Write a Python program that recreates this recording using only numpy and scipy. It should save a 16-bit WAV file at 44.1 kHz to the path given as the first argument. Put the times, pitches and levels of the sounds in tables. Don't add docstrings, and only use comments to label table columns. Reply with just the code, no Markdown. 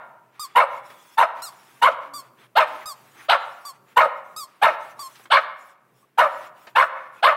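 import sys
import numpy as np
from scipy import signal
from scipy.fft import rfft, irfft
from scipy.io import wavfile
from scipy.ndimage import uniform_filter1d

SR = 44100
rng = np.random.default_rng(int(sys.argv[2]) if len(sys.argv) > 2 else 0)


def store_pcm(level_fs):
    pcm = np.round(np.clip(level_fs, -1, 1) * 32767).astype(np.int16)
    wavfile.write(sys.argv[1], SR, np.atleast_2d(pcm).T)


def ratio(d):
    e = np.asarray(d, float) / 20
    return 10 ** e


N = 324576
LEAD = 16384

# (start [s], length [s], effort [dB], jaw re throat [dB], mouth re throat [dB])
BARKS = [(-.33, 0.066, -2.5, -6, -13), (0.549, 0.099, -10.5, -8.5, -17.5),
         (1.17, 0.081, -12.5, -7.5, -18.5), (1.813, 0.087, -12, -7, -13), (2.551, 0.1, -12, -6.5, -10),
         (3.282, 0.083, -11.5, -4.5, -6.5), (3.959, 0.11, -10, -7.5, -17), (4.613, 0.1, -11, -6.5, -14.5),
         (5.299, .1, -15, -1.5, -4.5), (6.173, 0.11, -9.5, -7.5, -17.5), (6.749, 0.1, -11.5, -2.5, -13),
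         (7.223, 0.12, -5, -4.5, -8.5)]
# (first pitch [Hz], top pitch [Hz], climb [s], hold [s])
SLIDES = [(718.4, 971, .02, .015), (868, 980, 0.013, 0.035), (872, 970, 0.014, 0.04),
          (868, 1050, .03, 0.024), (564, 1000, .034, .008), (538.8, 950, .028, .012),
          (881.6, 1010, .02, 0.022), (707, 950, 0.021, 0.016), (540.8, 1130, .03, 0.037),
          (739, 990, 0.021, 0.0089), (798.8, 1080, .04, 0.031), (608.5, 1170, 0.031, .012)]
# (frequency [Hz], width [Hz], level [dB])
THROAT_MODES = [(526, 276, 3.5), (999, 490, 6.5), (1110, 1500, -15.5)]
JAW_MODES = [(1334, 673, 2), (1913, 220, 3.5), (2088, 365, -0.5)]
MOUTH_MODES = [(2930, 680, 1), (3845, 904, 5), (4130, 686, 5.5), (4920, 1100, -10)]
TEETH_MODES = [(5850, 800, -3), (8330, 1380, 2), (11370, 2200, 0.5), (14000, 1800, -1.5)]
# (start [s], length [s], top reed pitch [Hz], eased reed pitch [Hz], level [dB])
SQUEAKS = [
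    (0.394, 0.079, 1246, 1225, -33),
    (1.419, 0.09, 1435, 1347, -32),
    (2.135, .088, 1194, 1171, -38),
    (2.856, .088, 1281, 1216, -34),
    (3.65, 0.075, 1186, 1149, -39),
    (4.362, 0.099, 1304, 1217, -33),
    (4.991, 0.1, 1183, 1083, -38),
]
# (frequency [Hz], partial level [dB])
SHELL = [(1000, 11), (1400, -12), (2400, -28.5), (3600, -15.5), (4700, -3.5), (6000, -18.5), (8300, -8),
         (10000, -22.5), (12000, -11.5), (14500, -36), (15900, -20)]
# (start [s], peak [dB], centre [Hz], t60 [s])
STEPS = [
    (0.899, -44.5, 864, 0.11),
    (5.152, -50.5, 2340, 0.12),
    (5.194, -49, 738, 0.1),
    (5.254, -42, 780, 0.046),
    (6.668, -38.5, 750, 0.07),
]
# (start [s], end [s], frequency [Hz], width [Hz], level [dB])
HELD_TONES = [
    (0.39, 1.15, 3400, 100, -68),
    (2.042, 2.202, 285, 18, -60),
    (6.025, 6.05, 1130, 63, -60),
    (2.81, 2.83, 2000, 120, -46.5),
    (3.19, 3.215, 1930, 250, -49),
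    (2.385, 2.47, 3300, 900, -64.5),
    (7.165, 7.21, 2500, 250, -58),
]
# (start [s], length [s], rustle [dB], shuffle [dB])
STIRRINGS = [(0.327, 0.26, -75, -60), (0.471, 0.051, -77, -71), (0.696, 0.11, -61.5, -52),
             (0.832, 0.34, -60.5, -61.5), (1.35, 0.082, -61, -47.5), (1.47, 0.36, -61.5, -60.5),
             (1.894, 0.049, -60, -39), (1.998, 0.097, -68, -53), (2.196, 0.1, -69, -62.5),
             (2.373, .1, -69, -56.5), (2.656, 0.2, -59, -46.5), (2.93, 0.25, -63.5, -62),
             (3.158, 0.12, -59, -49.5), (3.377, 0.34, -62.5, -60), (3.73, 0.044, -66, -59),
             (3.869, 0.079, -67, -58.5), (4.15, 0.063, -67, -62), (4.24, 0.13, -68.5, -76),
             (4.46, 0.19, -74, -64), (4.694, 0.068, -61, -41), (4.79, 0.15, -59.5, -52.5),
             (4.968, 0.3, -59, -60), (5.385, 0.053, -56, -63), (5.57, 0.17, -64.5, -66),
             (5.947, .1, -69, -82.5), (6.254, 0.24, -59.5, -48.5), (6.552, .17, -64, -62),
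             (6.823, 0.056, -48, -69), (6.938, 0.16, -75, -60), (7.124, 0.097, -66.5, -59)]
# (frequency [Hz], density [dB per Hz])
FUR_SPECTRUM = [(1470, -44), (2500, -10), (3460, -2), (4420, -10), (5320, -4), (10600, -6.5), (11700, -7),
                (15800, -12.5)]
RUG_SPECTRUM = [(180, -38.5), (300, -15.5), (583, -28), (749, -16.5), (1010, -15), (1150, -12.5),
                (2430, -16.5), (6000, -37.5), (7800, -57), (13200, -120)]
ROOM_TONE_SPECTRUM = [(15, -75.5), (25, -18.5), (33, -27), (91, -32.5), (123, 2), (157, -6.5), (248, -5.5),
                      (291, -10.5), (371, -5.5), (473, -8.5), (1090, -17.5), (2200, -37.5), (15800, -29)]
# (frequency [Hz], t60 [s])
ROOM_T60 = [(250, 0.71), (700, 0.78), (2000, 0.56), (5000, 0.34), (12000, 0.37)]
# (frequency [Hz], width [Hz], level [dB])
ROOM_MODES = [(539.6, 36, -8), (1110, 31, 1.5), (1130, 64, -10), (762, 32, 7)]

BREAK_S, BROKEN_HZ, LAST_HZ = 0.009, 663.2, 560.8
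CLIMB_DB, BREAK_DB, SAG_DB_PER_S = 1, -5.5, 125.5
JAW_BREAK_DB, JAW_LAST_DB = 10, -3
MOUTH_SHUTS_DB_PER_S, HISS_FADE_DB_PER_S = 142, 130
HOARSE_SHARE = 0.7
CLEAR_S, CLEAR_S_PER_OCTAVE = 0.007, 0.011
ATTACK_S, ATTACK_S_PER_OCTAVE = 0.017, 0.0074
CHEST_HZ, CHEST_DB = 237, -37

REED_REST_HZ, REED_START_SHARE = 1034.4, 0.75
REED_WAKE_S, REED_WAKE_SHARE = 0.004, 0.85
PRESS_SHARE, EASE_SHARE, LET_GO_S = 0.24, 0.4, 0.013
REED_DB_PER_OCTAVE, LET_GO_DB = 29, -21
LOWEST_START_DB, LOWEST_END_DB = 1, -4


def at_hz(points, hz):
    point_hz, value = np.transpose(points)
    return np.interp(np.log(hz + 1), np.log(point_hz), value)


def rms_one(x):
    return x / np.sqrt(np.mean(x ** 2) + 1e-20)


def lowpass(x, hz):
    return signal.sosfilt(signal.butter(2, hz, fs=SR, output="sos"), x)


def bandpass(x, low_hz, high_hz):
    return signal.sosfilt(signal.butter(2, [low_hz, high_hz], "band", fs=SR, output="sos"), x)


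def drift(size, hz):
    return rms_one(lowpass(rng.standard_normal(size + 4000), hz)[4000:])


def coloured(spectrum):
    white = rfft(rng.standard_normal(N))
    return rms_one(irfft(white * ratio(at_hz(spectrum, np.fft.rfftfreq(N, 1 / SR))), N))


def resonances(x, modes):
    out = 0
    for k, (hz, width_hz, db) in enumerate(modes):
        r = np.exp(-np.pi * width_hz / SR)
        b = (1 - r * r) / 2 * np.array([1, 0, -1])
        a = [1, -2 * r * np.cos(2 * np.pi * hz / SR), r * r]
        out = out + (-1) ** k * ratio(db) * signal.lfilter(b, a, x)
    return out


def patchy(x, patch_db):
    out = 0
    for low_hz in 1500 * 1.16 ** np.arange(16):
        out = out + bandpass(x, low_hz, low_hz * 1.16) * ratio(patch_db * drift(len(x), 12.4))
    return rms_one(out) * np.sqrt(np.mean(x ** 2))


def edges(size, rise_s, fall_s):
    t = np.arange(size) / SR
    return np.clip(t / rise_s, 0, 1) * np.clip(t[::-1] / fall_s, 0, 1)


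def add_at(out, start_s, x):
    at = LEAD + round(start_s * SR)
    out[at:at + len(x)] += x


def in_time(rows, t):
    s, *columns = np.transpose(rows)
    return [np.interp(t, s, c) for c in columns]


def bark_shape(row, slide):
    s, length_s, effort_db, jaw_db, mouth_db = row
    first_hz, top_hz, climb_s, hold_s = slide
    turns = np.append(np.cumsum([0, climb_s, hold_s, BREAK_S]), length_s)
    last_db = BREAK_DB - SAG_DB_PER_S * (turns[4] - turns[3])
    hz = [first_hz, top_hz, top_hz, BROKEN_HZ, LAST_HZ]
    throat_db = effort_db + np.array([CLIMB_DB, 0, 0, BREAK_DB, last_db])
    jaw_db = jaw_db + np.array([0, 0, 0, JAW_BREAK_DB, JAW_LAST_DB])
    return np.transpose([s + turns, hz, throat_db, jaw_db, mouth_db - MOUTH_SHUTS_DB_PER_S * turns])


def glottis(hz, hoarse):
    size = len(hz)
    cycles = np.cumsum(hz * (1 + 0.08 * hoarse * drift(size, 150))) / SR
    order = np.arange(1, 15)[:, None]
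    waver = np.array([drift(size, 60) for _ in order])
    partials = np.cos(2 * np.pi * order * cycles + 0.6 * order ** 2)
    pulses = np.sum(partials * order ** -0.8 * ratio(8 * hoarse * waver), axis=0)
    pairs = 1 + 0.8 * hoarse * np.cos(np.pi * cycles + drift(size, 30))
    breath = rng.standard_normal(size) * (1 + 0.5 * np.cos(2 * np.pi * cycles))
    return pulses * pairs + (1.4 * hoarse + 0.12) * breath, breath


def tract(source, modes):
    steep = signal.butter(6, 430, "high", fs=SR, output="sos")
    part = signal.sosfilt(steep, resonances(resonances(source, modes), modes))
    return part / np.sqrt(uniform_filter1d(part ** 2, size=600) + 1e-9)


def bark(rows, clear_s, attack_s):
    t = np.arange(rows[0][0], rows[-1][0], 1 / SR)
    age_s = t - t[0]
    hz, level_db, jaw_db, mouth_db = in_time(rows, t)
    hoarse = HOARSE_SHARE * np.clip(2 * age_s / clear_s - 1, 0.1, 1)
    source, breath = glottis(hz, hoarse)
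    throat, jaw, mouth, teeth = [tract(source, modes)
                                 for modes in (THROAT_MODES, JAW_MODES, MOUTH_MODES, TEETH_MODES)]
    clumps = ratio(2 * hoarse * drift(len(t), 50))
    hiss = ratio(-27 - HISS_FADE_DB_PER_S * age_s) * patchy(teeth, 2.5)
    chest = ratio(CHEST_DB) * rms_one(resonances(breath, [(CHEST_HZ, 250, 0), (60, 80, -3)]))
    voice = throat - ratio(jaw_db) * jaw + ratio(mouth_db) * clumps * mouth + hiss + chest
    return edges(len(t), attack_s, 0.0072) ** 2 * ratio(level_db) * voice


def dog(effort_db=4.5):
    out = np.zeros(N + LEAD)
    for row, slide in zip(BARKS, SLIDES):
        octaves = np.log2(slide[1] / slide[0])
        clear_s = CLEAR_S + CLEAR_S_PER_OCTAVE * octaves
        attack_s = ATTACK_S + ATTACK_S_PER_OCTAVE * octaves
        add_at(out, row[0], ratio(effort_db) * bark(bark_shape(row, slide), clear_s, attack_s))
    return out


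def squeak_shape(s, length_s, top_hz, eased_hz, level_db):
    turns = np.array([0, REED_WAKE_S, PRESS_SHARE * length_s, EASE_SHARE * length_s,
                      length_s - LET_GO_S, length_s])
    start_hz = REED_REST_HZ + REED_START_SHARE * (top_hz - REED_REST_HZ)
    hz = np.array([REED_WAKE_SHARE * start_hz, start_hz, top_hz, eased_hz, REED_REST_HZ * 1.02, REED_REST_HZ])
    level_db = level_db + REED_DB_PER_OCTAVE * np.log2(hz / top_hz) + LET_GO_DB * (turns == length_s)
    lowest_db = np.interp(turns, [0, length_s], [LOWEST_START_DB, LOWEST_END_DB])
    return np.transpose([s + turns, hz, level_db, lowest_db])


def squeak(rows, air_db=-23.0, squeeze_db=-21):
    t = np.arange(rows[0][0], rows[-1][0], 1 / SR)
    hz, level_db, lowest_db = in_time(rows, t)
    cycles = np.cumsum(hz * (1 + 0.004 * drift(len(t), 250))) / SR
    order = np.arange(1, 15)[:, None]
    partial_hz = order * hz
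    gain = ratio(at_hz(SHELL, partial_hz) + (order == 1) * lowest_db) * (partial_hz < 16000)
    buzz = np.sum(gain * np.sin(2 * np.pi * order * cycles + 0.81 * order ** 2), axis=0)
    leak = np.diff(rng.standard_normal(len(t) + 1)) * (1 + np.cos(2 * np.pi * cycles))
    squeeze = drift(len(t), 150) * np.exp(-(t - t[0]) / 0.0067)
    sound = buzz + ratio(air_db) * leak + ratio(squeeze_db) * squeeze
    return edges(len(t), 0.0019, 0.021) * ratio(level_db + 4.0) * sound


def toy():
    out = np.zeros(N + LEAD)
    for row in SQUEAKS:
        add_at(out, row[0], squeak(squeak_shape(*row)))
    return out


def steps(dull_hz=3500):
    out, t = np.zeros(N + LEAD), np.arange(6000) / SR
    for s, peak_db, hz, t60_s in STEPS:
        noise = lowpass(rng.standard_normal(len(t)), dull_hz)
        puff = noise * ratio(-60 * t / t60_s) * np.clip(t / 0.0045, 0, 1)
        modes = [(hz, 2.93 * hz, 0), (2.9 * hz, 1500, -8)]
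        add_at(out, s, ratio(peak_db + 15.5) * resonances(puff, modes))
    return out


def held_tones():
    out = np.zeros(N)
    for start_s, end_s, hz, width_hz, db in HELD_TONES:
        a, size = round(start_s * SR), round((end_s - start_s) * SR)
        mode = [(hz, width_hz, 0)]
        tone = resonances(resonances(rng.standard_normal(size), mode), mode)
        out[a:a + size] += ratio(db) * rms_one(tone) * edges(size, 0.003, 0.0014)
    return out


def stirring(fur_rest_db=-84, rug_rest_db=-71.5, edge_s=0.05):
    t, gains = np.arange(N) / SR, ratio([[fur_rest_db], [rug_rest_db]])
    for s, length_s, rustle_db, shuffle_db in STIRRINGS:
        inside_s = np.minimum(t - s, s + length_s - t)
        swell = np.clip(inside_s / edge_s + 0.5, 0, 1) ** 2
        gains = gains + ratio([[rustle_db], [shuffle_db]]) * swell
    return gains


def fur_and_rug():
    fur, rug = stirring()
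    rustle = fur * patchy(coloured(FUR_SPECTRUM), 2.0)
    shuffle = rug * ratio(0.83 * drift(N, 30)) * coloured(RUG_SPECTRUM)
    return rustle + shuffle


def room(x):
    t, tail = np.arange(SR) / SR, 0
    for low_hz in 177 * 2 ** np.arange(0, 6.5, 0.5):
        band = bandpass(rng.standard_normal(SR), low_hz, low_hz * np.sqrt(2))
        tail = tail + band * ratio(-60 * t / at_hz(ROOM_T60, low_hz * 0.83))
    tail = rms_one(tail * np.clip(t / 0.0031, 0, 1)) / np.sqrt(SR)
    tail += resonances(tail, ROOM_MODES)
    for delay_s, db in [(0.0031, -20.5), (0.0087, 5.5), (0.0143, 7.5), (0.022, -1)]:
        tail[round(delay_s * SR)] += ratio(db)
    return signal.fftconvolve(x, tail)[:len(x)]


def room_tone(level_db=-64.5, sway_db=2.5):
    return ratio(level_db + sway_db * drift(N, 2.1)) * coloured(ROOM_TONE_SPECTRUM)


def scene():
    far, near = dog() + steps(), toy()
    heard = far + near + ratio(-18.0) * room(far + ratio(-3) * near)
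    return (heard[LEAD:] + held_tones() + fur_and_rug() + room_tone())[None]


def limiter(x, ceiling_db=-3.5, release_db_per_s=60.0, ahead_s=0.006, attack_hz=70.0):
    t = np.arange(N) / SR
    over_db = np.maximum(20 * np.log10(np.abs(x[0]) + 1e-9) - ceiling_db, 0)
    held_db = np.maximum.accumulate(over_db + release_db_per_s * t) - release_db_per_s * t
    r = np.exp(-2 * np.pi * attack_hz / SR)
    cut_db = np.interp(t + ahead_s, t, signal.lfilter([1 - r], [1, -r], held_db))
    return x * ratio(-cut_db)


def top_cut(x):
    return signal.sosfilt(signal.butter(12, 15950, fs=SR, output="sos"), x)


def record(dry):
    x = limiter(dry)
    x = x + 0.004 * x ** 2
    x = x / (1 + np.abs(x / 0.73) ** 12) ** (1 / 12)
    x = signal.sosfilt(signal.cheby2(18, 60, 16250, fs=SR, output="sos"), x)
    return top_cut(x)


dry = scene()
out = record(dry)
store_pcm(out)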